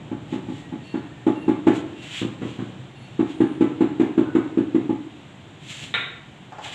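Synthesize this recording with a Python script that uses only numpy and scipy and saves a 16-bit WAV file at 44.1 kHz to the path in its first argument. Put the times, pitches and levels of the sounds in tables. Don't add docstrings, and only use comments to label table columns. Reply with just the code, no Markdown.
import sys
import numpy as np
from scipy import signal
from scipy.io import wavfile
from scipy.ndimage import uniform_filter1d

SR = 44100
rng = np.random.default_rng(int(sys.argv[2]) if len(sys.argv) > 2 else 0)


def unload_wav(signal):
    wavfile.write(
        sys.argv[1],
        SR,
        np.round(np.clip(np.atleast_2d(signal).T, -1, 1) * 32767).astype(np.int16),
    )


N = 297596

# (time [s], force [dB], slap [dB], spot struck)
MALLET_BLOWS = [(0.1132, -18, -45, "middle"), (0.3238, -15.5, -38.5, "middle"),
                (0.4846, -19.5, -48, "middle"), (0.7218, -20, -46, "middle"),
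                (0.9398, -14, -38.3, "middle"), (1.265, -6, -32, "middle"), (1.479, -6, -33.3, "middle"),
                (1.6673, -2.5, -26.5, "middle"), (2.2148, -15.3, -37.5, "hollow"),
                (2.4156, -18.5, -39, "hollow"), (2.588, -19.5, -40.5, "hollow"), (3.1912, -7, -35, "edge"),
                (3.4026, -4, -32, "edge"), (3.607, -4.5, -32, "edge"), (3.8055, -5, -32.5, "edge"),
                (3.9961, -5.5, -30.5, "bedded"), (4.1761, -4.5, -33, "bedded"), (4.3494, -5, -32, "bedded"),
                (4.5715, -6, -37, "bedded"), (4.7451, -6, -37.5, "bedded"),
                (4.8915, -10.5, -41.5, "middle")]
TILE_SPOTS = {"middle": (.0051, -25.7, -23, -35), "hollow": (0.0034, -46, -8, -4),
              "edge": (0.0051, -33, -22, -26), "bedded": (0.0052, -41, -24.5, -30)}
# (frequency [Hz], level [dB per Hz])
LOW_RUMBLE = [(20, -22), (50, -25), (90, -3), (130, 7.5), (180, 0), (260, -7), (450, -13), (900, -17.5),
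              (3000, -46.5)]


def thuds(tail_db=-17):
    thud_hz, stiffen_hz_per_db = 314.2, 2
    echo_s = .0335
    out = np.zeros(N)
    t = np.arange(SR // 20) / SR
    for s, force_db, _, spot in MALLET_BLOWS:
        rise_s, _, _, echo_db = TILE_SPOTS[spot]
        hz = thud_hz + stiffen_hz_per_db * force_db
        swell = (t / rise_s * np.exp(1 - t / rise_s)) ** 3
        thud = amp(force_db) * swell * np.sin(2 * np.pi * hz * t)
        add(out, s, -thud)
        add(out, s + echo_s, amp(echo_db) * thud)
    tail = reverb(out, start_s=.07, build_s=.09)
    return flutter(out) + amp(tail_db) * tail


def ringing():
    # (frequency [Hz], level [dB], time to fade by 60 dB [s])
    tile_modes = [(847, 6.5, .3), (874, -7, 0.37), (671, -6, 0.2), (742, -3, 0.31), (534, -5, 0.28),
                  (1170, -7, 0.37)]
    # (frequency [Hz], level [dB], time to fade by 60 dB [s])
    boom_modes = [(116.5, 5, 0.28), (142.5, -18.5, 0.9), (159, -25, 0.1), (187, -11, 0.84)]
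    note = ring(tile_modes, rise_s=0.0023)
    boom = ring(boom_modes, rise_s=0.03)
    out = np.zeros(N)
    for s, force_db, _, spot in MALLET_BLOWS:
        _, ring_db, boom_db, _ = TILE_SPOTS[spot]
        add(out, s, amp(force_db) * (amp(ring_db) * note + amp(boom_db) * boom))
    return out


def slaps(body_db=5, bloom_s=0.011, alike=0.2, snap_db=-0.5, snap_hz=1800, hardening=.6, tail_db=-2.0):
    # (frequency [Hz], level [dB per Hz])
    slap_colour = [(30, -24), (100, -15), (300, 8.5), (480, 3), (700, -1.5), (1200, -4.5), (1800, -10),
                   (2600, -13.5), (3600, -17.5), (4800, -26), (7300, -24.5), (13000, -28)]
    t = np.arange(SR // 8) / SR
    bloom = t / bloom_s * np.exp(1 - t / bloom_s)
    plate = rng.standard_normal(len(t))
    chatter = np.zeros(N)
    for s, _, slap_db, _ in MALLET_BLOWS:
        grit = rng.laplace(size=len(t)) / np.sqrt(2)
        rattle = alike * plate + np.sqrt(1 - alike ** 2) * grit
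        add(chatter, s, amp(slap_db + body_db) * bloom * rattle)
    snap_rows = [(s, slap_db + snap_db + hardening * force_db) for s, force_db, slap_db, _ in MALLET_BLOWS]
    snap = bursts(snap_rows, decay_s=0.012)
    snap = signal.lfilter(*signal.butter(1, snap_hz, "high", fs=SR), snap)
    slap = colour(chatter + flutter(snap), slap_colour)
    return slap + amp(tail_db) * shifting_reverb(slap, start_s=0.005, build_s=0.0035)


def scraping(scrape_db=-1.5, grain_db=0.5, grains_per_s=5000, tail_db=-5, fine_hz=5000,
             catch_db=.6, catch_hz=70, crumble_db=1.4, crumble_hz=20):
    # (strongest push [s], level [dB], swell [s], fade [s], fine sand [dB], low drag [dB])
    strokes = [(.34, -42.5, 0.051, .055, -11, -6), (.565, -45, 0.084, 0.086, -5, -5),
               (.88, -49, 0.048, 0.082, -12, -5), (1.762, -37.7, 0.032, 0.039, 0, -15),
               (2.038, -38.5, .02, .045, -11, 0), (2.19, -26.7, .085, .05, -17, -22),
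               (2.48, -41.5, .05, .14, -21, -15), (3.301, -43, 0.033, .06, -14, -15),
               (5.635, -45, .015, .03, -8, -3), (5.709, -32.5, .033, 0.12, -0.5, -12),
               (5.835, -31.8, .035, .045, -6, -6), (6.646, -31, .017, 0.091, -22, -25),
               (6.745, -28.5, 0.026, .06, -28, -25)]
    stroke_shape = 1.07
    # (time [s], level [dB])
    crumbling = [(0, -58.5), (1.2, -56), (2.4, -50), (2.8, -55), (3.3, -51), (3.8, -57), (5.1, -55.5),
                 (6.75, -57)]
    # (frequency [Hz], level [dB per Hz])
    grit_colour = [(300, -44.5), (700, -23), (1300, -13.5), (2000, -5.5), (3000, 0), (3800, -4), (5000, -8),
                   (7500, -9), (9500, -11), (13000, -18)]
    is_grain = rng.random(N) < grains_per_s / SR
    strength = amp(grain_db * np.minimum(rng.exponential(1, N), 4))
    grains = is_grain * rng.choice([-1, 1], N) * strength
    grit = colour(grains, grit_colour)
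    grit = evened(grit + amp(tail_db) * reverb(grit, start_s=0.013, build_s=0.0087))
    fine = signal.sosfiltfilt(signal.butter(2, fine_hz, "high", fs=SR, output="sos"), grit)
    drag = colour(rng.standard_normal(N), LOW_RUMBLE)
    power = np.zeros((3, N))
    power[0] = (level(crumbling) * amp(crumble_db * wander(crumble_hz))) ** 2
    t = np.arange(-SR // 3, SR // 2) / SR
    for s, db, swell_s, fade_s, fine_db, drag_db in strokes:
        push = amp(db) * np.exp(-np.maximum(-t / swell_s, t / fade_s) ** stroke_shape)
        for layer, share_db in zip(power, (0, fine_db, drag_db)):
            add(layer, s + t[0], (amp(share_db) * push) ** 2)
    scrape = (np.sqrt(power) * [grit, fine, drag]).sum(0)
    return amp(scrape_db + catch_db * wander(catch_hz)) * scrape


def clack(click_db=19, rattle_db=1, rattle_s=0.01, ring_db=-31, tail_db=3):
    # (time [s], level [dB])
    contacts = [(5.94, -21), (5.9469, -24), (5.954, -51)]
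    # (frequency [Hz], level [dB per Hz])
    clack_colour = [(40, -19), (130, 0), (300, -3), (420, -4), (520, -2), (900, -9.5), (1300, 2.5),
                    (1800, 4), (2400, 5), (3200, -5), (3700, 6), (4100, -4), (4350, -20), (7500, -21),
                    (13000, -26)]
    # (frequency [Hz], level [dB], time to fade by 60 dB [s])
    tool_modes = [(1200, -10, .25), (1580, -2, .3), (1900, -7, 0.28), (2346, -12, 0.32), (2800, -9, .35),
                  (3600, 5, .45), (3740, 36, .02), (3740, 1, 0.34)]
    clicks = np.zeros(N)
    for s, db in contacts:
        add(clicks, s, amp([db + click_db]))
    rattle = bursts(contacts, decay_s=rattle_s)
    out = colour(clicks + amp(rattle_db) * rattle, clack_colour)
    for s, db in contacts:
        add(out, s, amp(db + ring_db) * ring(tool_modes, rise_s=.0005))
    return out + amp(tail_db) * reverb(out, start_s=0.0015, build_s=0.0013)


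def knocks(bump_db=-4, hollow_hz=850, hollow_db=7, hollow_t60=0.078, tail_db=-5):
    # (time [s], level [dB])
    bumps = [(6.522, -34.5), (6.583, -30.5), (6.655, -34)]
    # (frequency [Hz], level [dB per Hz])
    knock_colour = [(100, -28), (500, -13.5), (720, -3.5), (860, -8), (1050, -11), (1700, -15), (3500, -39),
                    (5000, -23), (12000, -43)]
    out = amp(bump_db) * colour(bursts(bumps, decay_s=0.036), knock_colour)
    for s, db in bumps:
        add(out, s, amp(db) * ring([(hollow_hz, hollow_db, hollow_t60)], rise_s=0.0059))
    return out + amp(tail_db) * reverb(out, start_s=0.0059, build_s=0.0039)


def whistles(waver=.01, direct_db=-6, tail_db=-3):
    # (time [s], length [s], start [Hz], end [Hz], level [dB])
    glides = [(0.25, 1.38, 1966, 1734, -60), (3.28, 0.32, 8880, 8850, -50), (4.245, 0.095, 1485, 1455, -40)]
    # (time [s], low [dB], middle [dB], high [dB])
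    chirps = [(0.821, -52.5, -48, -57), (1.337, -49.5, -62, -52), (1.945, -48.5, -65, -65),
              (2.942, -54, -53, -53.5)]
    # (low [Hz], middle [Hz], high [Hz])
    partials_hz = (2750, 4385, 9850)
    chirp_s, chirp_sag = 0.12, 0.0081
    out = np.zeros(N)
    for s, length_s, start_hz, end_hz, db in glides:
        add(out, s, amp(db) * tone(length_s, start_hz, end_hz, waver))
    for s, *partials_db in chirps:
        for hz, db in zip(partials_hz, partials_db):
            add(out, s, amp(db) * tone(chirp_s, hz, hz * (1 - chirp_sag), waver))
    return amp(direct_db) * out + amp(tail_db) * reverb(out, start_s=.003, build_s=.003)


def background(air_db=-46, rumble_db=-0.5, uneven_db=1.1, uneven_hz=9):
    # (frequency [Hz], level [dB per Hz])
    air_colour = [(20, -32), (50, -12.5), (80, -5.5), (140, 2), (190, -2.5), (300, -2), (480, -12.5),
                  (750, -9), (1200, -15), (3300, -15.5), (4500, -22), (9000, -23.5), (13000, -28.5)]
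    # (time [s], level [dB])
    rumbling = [(0, -36.5), (.9, -43), (4.9, -43.5), (5.25, -50.5), (6.75, -52)]
    air, rumble = rng.standard_normal((2, N))
    unevenness = amp(rumble_db + uneven_db * wander(uneven_hz))
    rumble = unevenness * level(rumbling) * colour(rumble, LOW_RUMBLE)
    return amp(air_db) * colour(air, air_colour) + rumble


def flutter(x):
    # (delay [s], signed gain [factor])
    echo_paths = [(0, 1), (.0034, -.38), (.00742, -.27), (.01366, -.83), (.02288, .15), (.03339, -.58),
                  (.04043, .26), (.04751, -.21), (.05039, .29), (.06272, -.21), (.07848, -.09),
                  (.09541, .13), (.10804, .11), (.12081, -.09)]
    out = np.zeros(N)
    for delay_s, gain in echo_paths:
        add(out, delay_s, gain * x)
    return out


def reverb(x, start_s, build_s, size=20):
    # (frequency [Hz], time to fade by 60 dB [s])
    fade_times = [(100, 0.25), (300, 0.69), (1000, 0.68), (3000, 0.57), (8000, 0.42)]
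    taps = np.zeros(SR)
    at = np.arange(0, SR - size, size)
    taps[at + rng.integers(0, size, len(at))] = rng.choice([-1, 1], len(at))
    taps *= 1 - np.exp(-np.maximum(np.arange(SR) / SR - start_s, 0) / build_s)
    hz, t, bands = signal.stft(taps, SR, nperseg=256)
    fading = amp(-60 * t / read(fade_times, hz)[:, None])
    tail = signal.istft(bands * fading, SR)[1]
    return signal.fftconvolve(x, tail / np.linalg.norm(tail))[:N]


def shifting_reverb(x, start_s, build_s, count=3):
    turn = np.pi * np.arange(N) / SR / .6
    tails = sum(reverb(x * np.cos(turn + np.pi * k / count), start_s, build_s) for k in range(count))
    return tails * np.sqrt(2 / count)


def ring(modes, rise_s):
    t = np.arange(SR) / SR
    sines = sum(amp(db - 60 * t / t60) * np.sin(2 * np.pi * hz * t) for hz, db, t60 in modes)
    return (1 - np.exp(-t / rise_s)) * sines


def bursts(rows, decay_s):
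    out = np.zeros(N)
    t = np.arange(SR // 10) / SR
    for s, db in rows:
        add(out, s, amp(db) * rng.standard_normal(len(t)) * np.exp(-t / decay_s))
    return out


def tone(length_s, start_hz, end_hz, waver):
    n = round(length_s * SR)
    drift = evened(uniform_filter1d(rng.standard_normal(2 * SR)[:n], size=250))
    hz = np.linspace(start_hz, end_hz, n) * (1 + waver * drift)
    return evened(np.sin(2 * np.pi * np.cumsum(hz) / SR) * signal.windows.tukey(n, .5))


def wander(rate_hz, count=24):
    t = np.arange(0, N, 128) / SR
    hz = np.geomspace(rate_hz / 10, rate_hz, count)
    drift = np.sin(2 * np.pi * (hz * t[:, None] + rng.random(count))) @ hz ** -.5
    return np.interp(np.arange(N) / SR, t, evened(drift))


def colour(x, spectrum):
    taps = causal(spectrum)
    return signal.oaconvolve(x, taps / np.linalg.norm(taps))[:len(x)]


def causal(spectrum, size=4096):
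    db = read(spectrum, abs(np.fft.fftfreq(size, 1 / SR)))
    log_gain = np.log(amp(np.maximum(db, -100)))
    return np.fft.ifft(np.exp(np.conj(signal.hilbert(log_gain)))).real[:size // 2]


def amp(db):
    return 10 ** (np.asarray(db) / 20)


def evened(x):
    return x / np.sqrt(np.mean(x ** 2) + 1e-20)


def read(points, hz):
    f, value = np.transpose(points)
    return np.interp(np.log(hz + 1), np.log(f + 1), value)


def level(rows):
    return amp(np.interp(np.arange(N) / SR, *np.transpose(rows)))


def add(mix, s, sound):
    part = mix[max(round(s * SR), 0):][:len(sound)]
    part += sound[:len(part)]


def scene():
    mallet = thuds() + ringing() + slaps()
    mallet = signal.lfilter(*signal.butter(1, 55, "high", fs=SR), mallet)
    return (mallet + scraping() + clack() + knocks() + whistles() + background())[None]


def record(dry):
    # (frequency [Hz], level [dB])
    microphone_colour = [(20, -4), (70, 1), (3700, -0.5), (4200, -6.5), (5100, -13.5), (6200, -10.5),
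                         (7500, -4), (8200, -11.5), (9200, -20.5), (11000, -23.5), (13000, -23)]
    edge_hz = 13100
    heard = signal.oaconvolve(dry, causal(microphone_colour)[None])[:, :N]
    band_limit = signal.firwin(511, edge_hz, window=("kaiser", 9), fs=SR)
    return signal.oaconvolve(heard, band_limit[None], "same")


dry = scene()
out = record(dry)
unload_wav(out)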